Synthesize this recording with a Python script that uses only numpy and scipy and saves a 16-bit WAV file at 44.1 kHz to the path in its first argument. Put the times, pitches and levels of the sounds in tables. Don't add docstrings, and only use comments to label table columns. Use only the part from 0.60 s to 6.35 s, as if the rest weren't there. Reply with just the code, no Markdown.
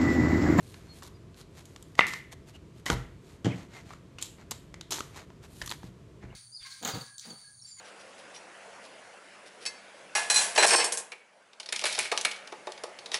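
import sys
import numpy as np
from scipy import signal
from scipy.fft import rfft, irfft
from scipy.io import wavfile
from scipy.ndimage import uniform_filter1d, minimum_filter1d

SR = 44100
rng = np.random.default_rng(int(sys.argv[2]) if len(sys.argv) > 2 else 0)


def put_to_file(sound):
    columns = np.atleast_2d(sound).T
    safe = np.clip(columns, -1, 1)
    whole_steps = np.round(safe * 32767)
    wavfile.write(sys.argv[1], SR, whole_steps.astype(np.int16))


N = 253575

# pitch_hz, gain_db
RUMBLE_TONE = [(15, -69), (25, -7.5), (75, -1), (156, -1), (237, -10), (370, -8), (609, -20), (676, -17),
               (750, -28.5), (1000, -23), (1520, -28.5), (3250, -32.5), (5340, -37.5), (7310, -38),
               (13000, -50.5)]
# pitch_hz, fade_s
ROOM_FADES = [(100, 0.48), (350, 0.38), (900, 0.37), (2100, 0.49), (6000, 0.33), (12000, 0.43)]
# middle_s, half_length_s, level_db, brightness_db
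SLIDES = [(0.095, 0.16, -61.5, 6), (0.251, 0.23, -67, -1), (.372, 0.06, -59.5, 5.5),
          (0.478, 0.0084, -54, 6), (0.795, 0.043, -57.5, 3.5), (0.989, .05, -57.5, 1),
          (1.153, 0.39, -70, 4), (1.397, 0.019, -38, -4.5), (1.728, 0.015, -49, 2), (1.892, 0.028, -58, 2),
          (1.954, 0.024, -61, -1), (2.185, 0.042, -65.5, 3), (2.702, 0.1, -63.5, 1),
          (2.981, 0.1, -57.5, -3.5), (3.167, 0.073, -56, -3.5), (3.308, 0.08, -59.5, -2),
          (3.81, 0.037, -63, -7.5), (4.465, 0.1, -67, 5), (4.584, 0.064, -54, -3.5),
          (4.847, 0.028, -56, -0.5), (5.018, 0.15, -57.5, 7), (5.135, 0.018, -50.5, 0.5),
          (5.256, 0.058, -62, 1), (5.639, 0.027, -64.5, -12.5), (5.72, 0.089, -76.5, -17.5)]
# pitch_hz, gain_db
SLIDE_TONE = [(200, -11), (700, 7.5), (1150, 3), (1600, 3), (2100, 4), (3000, 0), (4200, 1.5), (5400, -3),
              (6800, -1), (9000, -5.5), (13000, -11)]
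# start_s, level_db, body_db, chatter_s, pitch_hz
CLICKS = [(0.143, -35, 5.5, 0.0028, 1620), (0.423, -32.5, 6.5, 0.0042, 1120), (0.744, -48, 0, 0.0018, 3950),
          (0.813, -39.5, -4, 0.0023, 4120), (1.055, -44, -18, 0.005, 6700),
          (1.162, -36, -1.5, 0.0019, 1180), (1.226, -41.5, -18, 0.0025, 7100),
          (1.353, -41, -4.5, 0.0025, 2040), (1.536, -26, -1, 0.0037, 2130), (2.263, -19, 3.5, 0.0071, 2000),
          (2.301, -10.5, 5, 0.0023, 1350), (2.846, -27, 4, 0.0077, 3020), (2.856, -23, 7.5, 0.0058, 836),
          (3.306, -33, 15, 0.0042, 1190), (3.335, -34, 9, 0.0012, 1290), (3.585, -32.5, 1.5, 0.0065, 2580),
          (3.625, -22, -12, 0.0033, 7430), (3.911, -23.5, -17.5, 0.0011, 7600),
          (3.917, -25, 2.5, 0.0022, 7400), (4.142, -33, 4, 0.0025, 2030), (4.211, -30, -2.5, 0.0021, 3790),
          (4.31, -27.5, -21, 0.0064, 6600), (4.322, -20.5, 1, 0.0068, 6230), (4.384, -29.5, 18, .002, 910),
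          (4.406, -21.5, 7, 0.0016, 1210), (4.703, -39.5, 14.5, .0025, 1000),
          (5.016, -23.5, 4.5, 0.0033, 1810), (5.022, -30, -5, 0.0022, 1020),
          (5.061, -32.5, -25, 0.0049, 6100), (5.076, -29, -6, 0.0021, 1170),
          (5.094, -32.5, -14, 0.0038, 4400), (5.114, -24, 4.5, 0.0014, 3800),
          (5.122, -26, -1, 0.00096, 970), (5.232, -38.5, 12, 0.0028, 846)]
# pitch_hz, gain_db
CLICK_TONE = [(60, -3.5), (300, 2), (700, 0), (1100, 3), (1900, 1.5), (2500, -1.5), (3100, 4.5), (3850, 0),
              (5200, -1), (7000, -1), (9000, -9.5), (13000, -18)]
# middle_s, half_length_s, pitch_hz, wobble_fraction, level_db
SQUEAKS = [(0.315, 0.033, 4290, 0.0044, -51), (.559, .021, 4860, .004, -64),
           (1.957, 0.018, 2890, 0.039, -52.5), (2.924, 0.031, 2170, 0.109, -42.5),
           (3.171, 0.047, 2090, 0.027, -51), (5.709, 0.016, 2860, .05, -59)]
# start_s, length_s, level_db, body_db
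SCRAPES = [(0.426, 0.056, -49.5, 2.5), (1.468, 0.13, -40, 2), (2.257, 0.087, -38, 5),
           (2.305, .035, -33.5, 14), (3.612, 0.064, -45, -4.5), (3.909, 0.018, -38, 2.5),
           (4.307, 0.1, -31.5, 2.5), (4.557, 0.021, -44, 11.5), (5.102, 0.021, -41.5, 1.5)]
# pitch_hz, gain_db
SCRAPE_TONE = [(180, -33.5), (300, -8.5), (380, -5.5), (610, -24.5), (964, -2), (1080, -8.5), (1750, -18),
               (2910, -12.5), (3860, -3), (4890, -9), (6390, -7), (7850, -6), (13000, -8)]
# start_s, level_db, accent_hz, accent_db
CLACKS = [(1.3921, -1, 2037, -4.5), (1.4084, -20.5, 2680, 21)]
# pitch_hz, level_db, fade_s
HOLDER_NOTES = [(300, -20, 0.013), (480, -16, 0.0083), (860, -8, 0.0043), (1190, 10, 0.0051),
                (1880, -9.5, 0.024), (2026, 6, 0.019), (2700, -11, 0.013), (3610, -7, 0.011),
                (6600, -33, .005)]
# delay_s, gain_db
CLACK_ECHOES = [(.0185, -24.5), (.0212, -25.5), (.0372, -42.5), (.0605, -43)]
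# pitch_hz, gain_db
HOLDER_TO_ROOM = [(200, -10.5), (900, -19), (1280, -17.5), (1520, -12), (1800, -1.5), (2050, -10.5),
                  (2300, -9), (2700, -10.5), (4000, -13.5), (9000, 3.5)]
# start_s, level_db, contact_s, flex_db
THUMPS = [(2.3008, -25.5, 0.00043, -33), (2.313, -27.5, .0017, -9), (2.325, -19.5, 0.0049, 4),
          (2.848, -20, 0.0031, -27.5), (2.857, -18.5, 0.0032, -27), (2.867, -16, 0.0018, -31.5),
          (5.016, -36.5, 0.0074, 7.5), (5.241, -32, 0.004, -13), (5.641, -41, 0.0023, 8.5)]
# pitch_hz, level_db, fade_s
TABLE_NOTES = [(53.7, -6.5, 0.14), (84, -5.5, 0.044), (123.6, -4, 0.28), (181, 0.5, .11), (272, 2, 0.066),
               (337, -1, 0.043), (396, -29, 0.34), (445.5, -3, 0.067), (587, -20.5, 0.52),
               (680, -19.5, 0.33), (798, -15.5, 0.21)]


def gain(db):
    return 10 ** (np.asarray(db) / 20)


def normalise(sound):
    return sound / np.sqrt(np.mean(sound ** 2) + 1e-20)


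def look_up(curve, hz):
    pitches, values = np.transpose(curve)
    return np.interp(np.log(hz + 1), np.log(pitches + 1), values)


def add(mix, start_s, sound):
    start = round(start_s * SR)
    sound = sound[max(-start, 0):]
    part = mix[max(start, 0):][:len(sound)]
    part += sound[:len(part)]


def shape_tone(sound, *curves, size=4096):
    hz = np.fft.rfftfreq(size, 1 / SR)
    cepstrum = irfft(np.log(gain(sum(look_up(curve, hz) for curve in curves))))
    cepstrum[1:size // 2] *= 2
    cepstrum[size // 2 + 1:] = 0
    response = irfft(np.exp(rfft(cepstrum)))[:size // 2]
    return signal.fftconvolve(sound, response)


def slips(samples, per_s, spread_db):
    happens = rng.random(samples) < per_s / SR
    sizes = gain(spread_db * np.minimum(rng.exponential(1, samples), 4))
    return normalise(happens * sizes * rng.standard_normal(samples))


def ring(notes, length_s):
    t = np.arange(int(length_s * SR)) / SR
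    return sum(gain(db - 60 * t / fade_s) * np.cos(2 * np.pi * hz * t) for hz, db, fade_s in notes)


def room_echo(sound, swell_s):
    hz, t, bands = signal.stft(rng.standard_normal(SR * 2 // 3), SR, nperseg=256)
    fade = gain(-60 * t / look_up(ROOM_FADES, hz)[:, None])
    tail = signal.istft(bands * fade, SR, nperseg=256)[1]
    tail *= np.minimum(np.arange(len(tail)) / SR / swell_s, 1) ** 2
    return signal.fftconvolve(sound, tail / np.linalg.norm(tail))[:N]


def room_rumble(level_db=-51.5):
    hz = np.fft.rfftfreq(N, 1 / SR)
    spectrum = rfft(rng.standard_normal(N)) * gain(look_up(RUMBLE_TONE, hz))
    return gain(level_db) * normalise(irfft(spectrum, N))


def card_slides():
    out = np.zeros(N)
    t = np.arange(-SR // 4, SR // 4) / SR
    for middle_s, half_length_s, level_db, brightness_db in SLIDES:
        tilt = [(2200, -brightness_db), (3300, 0), (7000, 0), (9500, brightness_db - 1.5)]
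        rubbing = slips(len(t), per_s=6700, spread_db=2.5)
        catches = gain(-16.5) * slips(len(t), per_s=100, spread_db=2)
        rustle = shape_tone(rubbing + catches, SLIDE_TONE, tilt)[:len(t)]
        swell = np.exp(-2 * (t / half_length_s) ** 2)
        add(out, middle_s + t[0], gain(level_db + 6) * rustle * swell)
    return out + gain(-17.5) * room_echo(out, swell_s=0.01)


def edge_clicks(accent_db=10.5, typical_chatter_s=0.0031):
    direct, into_room = np.zeros(N), np.zeros(N)
    t = np.arange(SR // 30) / SR
    for start_s, level_db, body_db, chatter_s, pitch_hz in CLICKS:
        tilt = [(1800, body_db), (3200, 0), (7000, 0), (10000, -1.5 - 0.65 * body_db)]
        accent = [(pitch_hz / 1.25, 0), (pitch_hz, accent_db), (pitch_hz * 1.25, 0)]
        tick = shape_tone(np.ones(1), CLICK_TONE, tilt, accent)
        tick *= gain(level_db + 15 - 0.09 * body_db) / np.linalg.norm(tick)
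        chatter = rng.standard_normal(len(t)) * np.exp(-t / chatter_s)
        chatter[0] += 0.31 * np.linalg.norm(chatter)
        add(direct, start_s, signal.fftconvolve(tick, chatter / np.linalg.norm(chatter)))
        add(into_room, start_s, tick * chatter_s / typical_chatter_s)
    return direct + gain(-8.5) * room_echo(into_room, swell_s=0.008)


def plastic_squeaks(sag_per_s=0.4):
    out = np.zeros(N)
    t = np.arange(-SR // 8, SR // 8) / SR
    for middle_s, half_length_s, pitch_hz, wobble_fraction, level_db in SQUEAKS:
        wobble = normalise(uniform_filter1d(rng.standard_normal(len(t)), size=80))
        sinking_hz = pitch_hz * (1 - sag_per_s * t)
        tone = np.sin(2 * np.pi * np.cumsum(sinking_hz * (1 + wobble_fraction * wobble)) / SR)
        swell = np.exp(-2 * (t / half_length_s) ** 2)
        add(out, middle_s + t[0], gain(level_db) * tone * swell)
    return out + gain(-24) * room_echo(out, swell_s=0.011)


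def edge_scrapes(fade_db_per_s=142.5):
    out = np.zeros(N)
    t = np.arange(SR // 6) / SR
    for start_s, length_s, level_db, body_db in SCRAPES:
        tilt = [(2000, body_db), (3500, 0), (6800, 0), (9000, -7.5)]
        rubbing = slips(len(t), per_s=2400, spread_db=-3.5)
        rasp = normalise(shape_tone(rubbing, SCRAPE_TONE, tilt)[:len(t)])
        catch = np.clip(t / 0.0002, 0, 1)
        let_go = np.clip((length_s - t) / 0.0049 + 1, 0, 1)
        add(out, start_s, rasp * catch * let_go * gain(level_db - fade_db_per_s * t))
    return out + gain(-10) * room_echo(out, swell_s=0.0051)


def holder_clack():
    direct, echoes = np.zeros(N), np.zeros(N)
    bass_cut = [(50, -25.5), (130, -7), (350, 0)]
    for start_s, level_db, accent_hz, accent_db in CLACKS:
        accent = [(accent_hz / 1.25, 0), (accent_hz, accent_db), (accent_hz * 1.25, 0)]
        notes = [(hz, db + look_up(accent, hz), fade_s) for hz, db, fade_s in HOLDER_NOTES]
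        shell = gain(level_db) * ring(notes, length_s=0.091)
        t = np.arange(len(shell)) / SR
        shell *= 1 - np.exp(-(t / 0.0002) ** 2)
        add(direct, start_s, shape_tone(shell, bass_cut))
    for delay_s, gain_db in CLACK_ECHOES:
        add(echoes, delay_s, gain(gain_db) * direct)
    into_room = shape_tone(direct, HOLDER_TO_ROOM)[:N]
    return direct + echoes + room_echo(into_room, swell_s=0.018)


def table_thumps():
    out = np.zeros(N)
    t = np.arange(SR // 50) / SR
    for start_s, level_db, contact_s, flex_db in THUMPS:
        flex = [(70, flex_db), (170, 0)]
        notes = [(hz, db + look_up(flex, hz), fade_s) for hz, db, fade_s in TABLE_NOTES]
        push = t * np.exp(-4 * t / contact_s)
        thump = signal.fftconvolve(ring(notes, length_s=0.54), push / push.sum())
        add(out, start_s, gain(level_db) * thump)
    return out + gain(-6) * room_echo(out, swell_s=0.0099)


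def scene():
    knocks = holder_clack() + edge_clicks() + table_thumps()
    rubbing = edge_scrapes() + card_slides() + plastic_squeaks()
    return (knocks + rubbing + room_rumble())[None]


def record(dry, lowest_hz=42, highest_hz=13250, peak_limit=0.92):
    bass_cut = signal.butter(3, lowest_hz, "highpass", fs=SR, output="sos")
    thinned = signal.sosfilt(bass_cut, dry)
    peaks = -minimum_filter1d(-abs(thinned), size=90)
    overload = uniform_filter1d(np.maximum(peaks / peak_limit, 1), size=80)
    treble_cut = signal.firwin(601, highest_hz, window=("kaiser", 11), fs=SR)
    return signal.oaconvolve(thinned / overload, treble_cut[None], "same")


dry = scene()
out = record(dry)
put_to_file(out)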